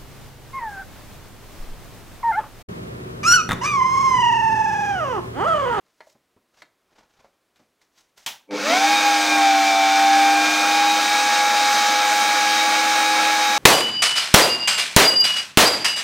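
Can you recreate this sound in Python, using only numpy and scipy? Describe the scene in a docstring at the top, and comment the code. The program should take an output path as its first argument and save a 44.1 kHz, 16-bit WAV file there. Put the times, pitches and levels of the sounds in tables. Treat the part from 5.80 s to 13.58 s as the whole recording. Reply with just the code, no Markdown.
"""A table-mounted router starts up in a small workshop, heard in mono from one microphone, near enough
that the direct sound outweighs the room. Soft steps, scuffs and knocks on wood come first, then the switch.
The starting current makes the table growl; the motor spins up to about 25,000 rpm, sags and settles.
Its two-flute cutter whines, the bearings sing and cooling air rushes through the ringing cabinet.
Tones swell and fade at the microphone as their pitch slides through standing waves."""
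import sys
import numpy as np
from scipy import signal
from scipy.fft import rfft, irfft
from scipy.io import wavfile
from scipy.ndimage import uniform_filter1d

SR = 44100
rng = np.random.default_rng(int(sys.argv[2]) if len(sys.argv) > 2 else 0)


def master(y):
    """Save y as 16-bit WAV."""
    cut = np.clip(np.atleast_2d(y).T, -1, 1)
    pcm = np.round(cut * 32767)  # scale
    wavfile.write(sys.argv[1], SR, pcm.astype(np.int16))


N = 343098
TIME = np.arange(N) / SR
FREQ = np.maximum(np.arange(N // 2 + 1) * SR / N, 1)

# room tone of the still workshop: frequency_hz, relative_db
ROOM_TONE_SPECTRUM = [(15, -38), (25, -22), (50, -19), (349, -10), (433, -11.5), (762, -14), (826, -17),
                      (1050, -15), (15500, -32)]
# soft footfalls: start_s, level_db, t60_s
FOOTFALLS = [(.351, -54, 0.079), (0.564, -52, 0.084), (.824, -57, 0.12), (1.118, -60, .08),
             (1.185, -62, .12), (1.225, -65, .08), (1.795, -57, 0.18), (2.375, -60, 0.11)]
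# thud of a footfall: frequency_hz, relative_db
FOOTFALL_SPECTRUM = [(40, -32), (110, -5), (280, -4), (600, -7), (1200, -16), (3000, -35), (15000, -60)]
# scuffs of shoes and sleeves: peak_s, level_db, rise_s, fall_s, tilt_db_per_octave
SCUFFS = [(.065, -64, 0.0092, .03, 1), (.30, -60.5, 0.072, 0.027, 5.5), (.80, -55, 0.035, 0.026, 1.5),
          (1.19, -58, .045, 0.045, -1), (1.32, -63.5, 0.031, .03, 0.5), (1.41, -59.5, 0.047, .06, -1),
          (1.77, -59.5, 0.0089, 0.043, 1), (2.018, -63.5, .004, 0.04, 2.5),
          (2.18, -59.5, 0.024, 0.052, 3.5), (2.378, -47.5, 0.0052, 0.033, 4)]
# rub of a scuff: frequency_hz, relative_db
SCUFF_SPECTRUM = [(60, 1), (300, -3), (900, 3), (2200, -4), (3500, -6), (6200, -7.5), (9000, -21),
                  (15000, -29)]
# knocks on wood: start_s, level_db, tilt_db_per_octave, t60_s, pitch_hz
KNOCKS = [(0.205, -36.5, 0, 0.063, 2060), (.270, -49, -8, .07, 590), (.350, -59, -7, .05, 330),
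          (0.8196, -35.5, 2.5, 0.043, 1480), (1.182, -56, -7, .04, 900), (1.408, -55, -4, .04, 950),
          (1.445, -49, -4.5, 0.083, 514), (1.759, -58, 7, .04, 1500), (2.015, -56, 8, .04, 2200)]
# body of a knock: frequency_hz, relative_db
KNOCK_SPECTRUM = [(59, -62), (100, -31), (443, -12), (674, 0.5), (1630, -16.5), (2050, -10.5), (2690, -20),
                  (4260, -16), (4940, -24), (15000, -50)]
# ring of the knocked wood: centre_hz, width_hz, lift_db
WOOD_RESONANCES = [(690, 150, -1), (900, 80, 7), (1680, 90, 10), (2000, 110, 6.5), (4220, 250, 2)]
# snap of the power switch: start_s, level_db, t60_s
SWITCH_SNAP = (2.462, -20.5, 0.016)
# colour of that snap: frequency_hz, relative_db
SWITCH_SPECTRUM = [(40, -35), (110, -17), (250, -17), (450, -17), (750, -2), (1400, -7), (2400, -2.5),
                   (3400, 1.5), (4600, -5.5), (6000, -3.5), (8500, -13), (15500, -14)]
# sparking of the brushes as the rotor breaks loose: start_s, level_db, t60_s
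SPARK_BURST = (2.708, -41, .5)
# modes of the table that the motor's torque shakes: pitch_hz, relative_db, t60_s
TABLE_MODES = [(219, -13, 0.27), (303, 5, 0.084), (431, 5, 0.076), (510, 3, 0.14), (856, 3.5, .04),
               (2320, -2, 0.043)]
# cooling air: frequency_hz, relative_db
AIR_SPECTRUM = [(40, -73), (90, -62), (140, -22.5), (210, -17.5), (290, -2), (370, -13), (550, -5.5),
                (1000, -2.5), (1900, -12), (3000, -3), (6200, 0.5), (8000, -10), (10500, -16.5),
                (15500, -19.5)]
# resonances of motor housing and cabinet: centre_hz, width_hz, lift_db
CABINET_RESONANCES = [(214.4, 43, 13.5), (411, 17, 8.5), (580, 114, 6.5), (701, 35, 8.5), (820, 80, 10),
                      (897, 55, 2), (1088, 42, 7.5), (1240, 58, 12.5), (1333, 46, 12.5), (1459, 173, 10),
                      (1599, 91, 9), (1865, 274, 14), (2219, 272, 14.5), (2530, 374, 8.5), (3174, 99, 6.5),
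                      (3900, 840, 4.5), (4905, 160, 4), (8640, 110, 1)]
# standing waves at the microphone: centre_hz, width_hz, lift_db
STANDING_WAVES = [(304.7, 8.3, 5.7), (314.1, 2.5, -10.9), (792.5, 19, 7.8), (805.5, 6.5, -11.8),
                  (816.8, 6.5, 5), (821.8, 2.4, -7.2), (826.6, 1, 1.6), (921, 16, 6), (1566, 24, -9),
                  (1604, 10, 4), (1636, 16, -3), (2410, 16, 5), (2456, 10, 6), (2484, 27, -12.5)]
# bearing tones, relative levels at three speeds: shaft_multiple, sagging_db, recovering_db, full_speed_db
BEARING_TONES = [(1.24, -54, -41, -38.5), (1.52, -47, -42, -46), (2.76, -36, -35.5, -34),
                 (3.04, -53, -46, -37.5), (3.24, -46, -43, -40), (3.52, -50, -42, -47),
                 (5.48, -45, -42, -34), (14.68, -53, -48, -47), (15.52, -53, -52, -46),
                 (17.33, -52, -54, -46), (19.59, -57, -55, -53), (20.15, -58, -55, -53),
                 (22.45, -62, -59, -57), (25.85, -66, -63, -59), (27.3, -66, -63, -60),
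                 (33.48, -67, -62, -57.5)]
# those three shaft speeds: sagging_hz, recovering_hz, full_speed_hz
BEARING_SPEEDS_HZ = [391, 405, 414]
# partials of the bearings' squeal: shaft_multiple, relative_db
SQUEAL_PARTIALS = [(8.88, -6.5), (9.12, -3), (9.36, -5.5)]
# brief chirps of the bearings: peak_s, shaft_multiple, level_db
BEARING_CHIRPS = [(3.18, 9.12, -28), (3.27, 33.48, -48), (5.1, 9.36, -28), (5.91, 33.48, -44),
                  (6.07, 17.33, -38), (6.26, 33.48, -48), (6.3, 17.33, -37), (6.8, 9.12, -28)]
# shudder at the critical speed of the motor mount: speed_hz, width_hz, level_against_inrush_db
MOUNT_SHUDDER = (343, 51, -8.5)
# spin-up, sag and recovery of the shaft: time_s, speed_hz
SHAFT_SPEED = [(2.69, 0), (2.76, 170), (2.86, 295), (2.95, 368), (3.0, 388.0), (3.1, 408.8), (3.2, 410.6),
               (3.55, 400.2), (3.76, 391.4), (4.08, 390.1), (4.22, 394.1), (4.4, 396.4), (4.85, 405.8),
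               (5.35, 412.9), (6.4, 414.0), (7.3, 416.0), (7.75, 414.9)]

ROOM_T60_LOW_S, ROOM_T60_HIGH_S = 0.31, 0.24
FULL_HZ, SAG_HZ = 415, 390  # shaft speed running freely and at the bottom of the sag
RIPPLE_HZ = 100  # the torque ripples at twice the mains rate


def undb(db):
    """Decibels to gain."""
    return 10 ** (np.asarray(db) / 20)


def unit(x):
    """Scale to rms 1."""
    return x / np.sqrt(np.mean(x ** 2))


def wander(rate_hz):
    """Random drift of rms 1: levels held for 1 / rate_hz seconds and smoothed twice."""
    size = int(SR / rate_hz)
    held = np.repeat(rng.standard_normal(1024), size)[:N]
    return unit(uniform_filter1d(uniform_filter1d(np.resize(held, N), size), size))


def lift(hz, peaks):
    """Gain in dB of a set of resonances or dips at these frequencies."""
    return sum(db / (1 + (2 * (hz - centre) / width) ** 2) for centre, width, db in peaks)


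def response(points, peaks=(), tilt_db=0):
    """Gain over frequency, rms 1: a broad spectrum with resonances and a tilt per octave above 450 Hz."""
    hz, db = np.transpose(points)
    db = np.interp(np.log(FREQ), np.log(hz), db) + tilt_db * np.log2(np.maximum(FREQ, 450))
    return unit(undb(db + lift(FREQ, peaks)))


def noise(gain):
    """Steady noise with this gain over frequency."""
    return irfft(rfft(rng.standard_normal(N)) * gain, N)


def decay(start, t60):
    """Envelope of a blow: a millisecond of contact, then an even fall."""
    age = TIME - start
    return np.clip(age / .001, 0, 1) * undb(-60 * np.clip(age / t60, 0, 4))


def tone(phase, db, slip_rad=0., flicker_db=0.):
    """A partial whose phase slips and whose level flickers."""
    return np.sqrt(2) * undb(db + flicker_db * wander(14)) * np.sin(phase + slip_rad * wander(16))


def room(x, wet_db):
    """Direct sound at the microphone plus the short dense echo of the workshop; the treble dies first."""
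    age = TIME[:SR // 2]
    scatter = rng.standard_normal(len(age))
    low = signal.sosfilt(signal.butter(1, 1200, fs=SR, output="sos"), scatter)
    tail = low * undb(-60 * age / ROOM_T60_LOW_S) + (scatter - low) * undb(-60 * age / ROOM_T60_HIGH_S)
    tail *= np.minimum(age / 0.0087, 1)
    echo = signal.fftconvolve(x, tail / np.linalg.norm(tail))[:N]
    wet = undb(wet_db)
    return (x + wet * echo) / np.sqrt(1 + wet ** 2)


def room_tone(level_db=-70.5):
    """The faint steady noise of the still workshop."""
    return undb(level_db) * noise(response(ROOM_TONE_SPECTRUM))


def footfalls():
    """Someone steps softly about the shop: dull thuds that die quickly."""
    thuds = sum(undb(db) * decay(start, t60) for start, db, t60 in FOOTFALLS)
    return thuds * noise(response(FOOTFALL_SPECTRUM))


def scuffs():
    """Shoes and sleeves rub in short swells of grainy noise."""
    out = np.zeros(N)
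    grain = undb(3.2 * wander(130))
    for peak, db, rise, fall, tilt_db in SCUFFS:
        from_peak = np.maximum((peak - TIME) / rise, (TIME - peak) / fall)
        swell = np.exp(-np.minimum(from_peak, 20))
        out += undb(db) * swell * grain * noise(response(SCUFF_SPECTRUM, tilt_db=tilt_db))
    return out


def knocks():
    """Light blows ring the wood, each struck spot with a note of its own."""
    out = np.zeros(N)
    for start, db, tilt_db, t60, pitch_hz in KNOCKS:
        ring = response(KNOCK_SPECTRUM, [*WOOD_RESONANCES, (pitch_hz, 0.15 * pitch_hz, 10)], tilt_db)
        out += undb(db) * decay(start, t60) * noise(ring)
    return out


def switch(wash_db=-4):
    """A hard snap under the table; the workshop answers with an even wash whose treble dies first."""
    start, db, t60 = SWITCH_SNAP
    colour = response(SWITCH_SPECTRUM)
    bass = 1 / (1 + (FREQ / 1200) ** 2)
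    snap = noise(colour) * decay(start, t60)
    wash = noise(colour * np.sqrt(bass)) * decay(start, ROOM_T60_LOW_S)
    wash += noise(colour * np.sqrt(1 - bass)) * decay(start, ROOM_T60_HIGH_S)
    return undb(db) * (snap + undb(wash_db) * wash)


def sparks():
    """An abrupt fizz from the brushes, pulsing twice each mains cycle, rings the motor housing."""
    start, db, t60 = SPARK_BURST
    buzz = 1 + .5 * np.cos(2 * np.pi * RIPPLE_HZ * TIME)
    fizz = noise(response(AIR_SPECTRUM, CABINET_RESONANCES, tilt_db=-2.5))
    return undb(db) * decay(start, t60) * buzz * fizz


def inrush(start_s=2.668, attack_s=0.08, hold_s=0.051, fall_db_per_s=240):
    """Starting current, 0 to 1: it comes on, holds while the rotor breaks loose, and dies away."""
    age = TIME - start_s
    release_s = np.maximum(age - attack_s - hold_s, 0)
    return np.clip(age / attack_s, 0, 1) ** 2 * undb(-fall_db_per_s * release_s)


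def growl(strain, level_db=-24):
    """Each half wave of the starting current jerks the motor and rings the table, with no deep bass."""
    beats = np.arange(0, N, SR // RIPPLE_HZ)
    jerks = np.zeros(N)
    jerks[beats] = undb(3.5 * rng.standard_normal(len(beats)))
    jerks += 0.034 * rng.standard_normal(N)
    ring = sum(undb(db) * decay(0, t60) * np.sin(2 * np.pi * hz * TIME) for hz, db, t60 in TABLE_MODES)
    ring = signal.sosfilt(signal.butter(6, 175, "high", fs=SR, output="sos"), ring[:SR // 2])
    return unit(signal.fftconvolve(jerks, ring)[:N]) * strain * undb(level_db)


def cooling_air(angle, speed, sag, shudder, rush_db_per_octave=5, hiss_db_per_octave=8):
    """Turbulence in the cabinet grows louder and brighter with speed; flutes and ripple chop its treble."""
    octaves = np.log2(np.maximum(speed, .001) / FULL_HZ)
    rush_db = -21 + rush_db_per_octave * octaves - sag + 2.5 * shudder
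    hiss_db = hiss_db_per_octave * octaves
    colour = response(AIR_SPECTRUM, CABINET_RESONANCES)
    top = 1 / (1 + (6500 / FREQ) ** 4)
    bass = 1 / (1 + (FREQ / 1700) ** 4)
    # three bands, each fluttering on its own
    body = noise(colour * np.sqrt(bass * (1 - top))) * undb(wander(22))
    edge = noise(colour * np.sqrt((1 - bass) * (1 - top))) * undb(hiss_db / 3 + 0.66 * wander(22))
    hiss = noise(colour * np.sqrt(top)) * undb(hiss_db + 0.78 * wander(12))
    chop = 1 + 0.13 * np.cos(2 * angle) + 0.067 * np.cos(2 * np.pi * RIPPLE_HZ * TIME)
    rush = signal.sosfilt(signal.butter(2, 85, "high", fs=SR, output="sos"), body + (edge + hiss) * chop)
    turning = TIME > SPARK_BURST[0]
    return room(turning * rush * undb(rush_db), wet_db=-6.5)


def chirps(angle, half_length_s=0.031):
    """Now and then a bearing tone flares up and fades again."""
    out = np.zeros(N)
    for peak, multiple, db in BEARING_CHIRPS:
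        flare = np.exp(-((TIME - peak) / half_length_s) ** 2)
        out += flare * tone(multiple * angle, db, slip_rad=.4)
    return out


def bearings(angle, speed, sag, drone_multiple=.76, whistle_multiple=20.5):
    """Balls and cage run at fractions of the shaft speed and slip, so their inharmonic tones waver."""
    drone_db = -34 + lift(drone_multiple * speed, STANDING_WAVES)
    squeal_db = -31.5 - 1.5 * sag + 0.44 * wander(3.35)
    whistle_db = -43 - 5.5 * sag + 2 * wander(4.5)
    out = tone(drone_multiple * angle, drone_db, slip_rad=0.071, flicker_db=0.94)
    out += tone(whistle_multiple * angle, whistle_db, slip_rad=.7, flicker_db=2)
    for multiple, db in SQUEAL_PARTIALS:
        out += tone(multiple * angle, squeal_db + db, slip_rad=.3, flicker_db=1.8)
    for multiple, *levels_db in BEARING_TONES:
        swell_db = .7 * np.sqrt(multiple) * wander(6)  # higher tones swell and fade more
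        db = np.interp(speed, BEARING_SPEEDS_HZ, levels_db) + swell_db - 1
        out += tone(multiple * angle, db, slip_rad=.04 * multiple, flicker_db=1.3)
    return out


def cutter(angle, speed, sag):
    """Two flutes beat the air at even multiples of the shaft speed; torque ripple adds side tones."""
    out = tone(2 * angle, -21.5 + lift(2 * speed, STANDING_WAVES), slip_rad=.04, flicker_db=0.4)
    out += tone(4 * angle, -29 + lift(4 * speed, STANDING_WAVES), slip_rad=.1, flicker_db=0.8)
    out += tone(6 * angle, -29.5 + lift(6 * speed, STANDING_WAVES), slip_rad=.1, flicker_db=3)
    ripple = 2 * np.pi * RIPPLE_HZ * TIME
    # the side tones swell as the motor sags
    swell_db = 14.5 * np.sin(sag * np.pi / 2) * np.minimum(speed / SAG_HZ, 1) ** 4
    upper_db = -45 + swell_db + lift(2 * speed + RIPPLE_HZ, STANDING_WAVES)
    # the ripple bends pitch more than loudness: its two side tones have opposite signs
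    out += tone(2 * angle - ripple, -44 + swell_db, slip_rad=.15, flicker_db=2)
    out -= tone(2 * angle + ripple, upper_db, slip_rad=.15, flicker_db=2)
    for phase in (4 * angle - ripple, 4 * angle + ripple + np.pi, 6 * angle - ripple):
        out += tone(phase, -46.75 + swell_db / 2, slip_rad=0.33, flicker_db=4.2)
    return out


def router(sing_from_hz=225, sing_range_hz=130, standing_lag_s=0.014):
    """One shaft drives cutter, bearings and fan; it shudders as it starts and sings once up to speed."""
    speed = uniform_filter1d(np.interp(TIME, *np.transpose(SHAFT_SPEED)), SR // 50)
    lagged_speed = np.interp(TIME - standing_lag_s, TIME, speed)  # standing waves take a moment to build
    sag = np.clip((FULL_HZ - speed) / (FULL_HZ - SAG_HZ), 0, 1)  # 0 at full speed, 1 when slow
    critical_hz, width_hz, shudder_db = MOUNT_SHUDDER
    shudder = np.exp(-((np.maximum.accumulate(speed) - critical_hz) / width_hz) ** 4)
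    strain = inrush() + undb(shudder_db) * shudder
    angle = 2 * np.pi * np.cumsum(speed) / SR + .25 * strain * wander(110)
    sputter = undb(5 * strain * wander(70))
    singing = np.clip((speed - sing_from_hz) / sing_range_hz, 0, 1)
    tones = cutter(angle, lagged_speed, sag) + bearings(angle, lagged_speed, sag) + chirps(angle)
    return singing * sputter * tones + cooling_air(angle, speed, sag, shudder) + growl(strain) + sparks()


def scene():
    """Router, person and workshop reach one microphone, the same in both channels."""
    mono = router() + room(knocks() + footfalls() + scuffs(), wet_db=-10) + switch() + room_tone()
    return np.array([mono, mono])


def record(dry):
    """The recorder cuts the top steeply above 15,750 Hz."""
    return signal.sosfilt(signal.ellip(10, .2, 80, 15750, fs=SR, output="sos"), dry)


dry = scene()
out = record(dry)
master(out)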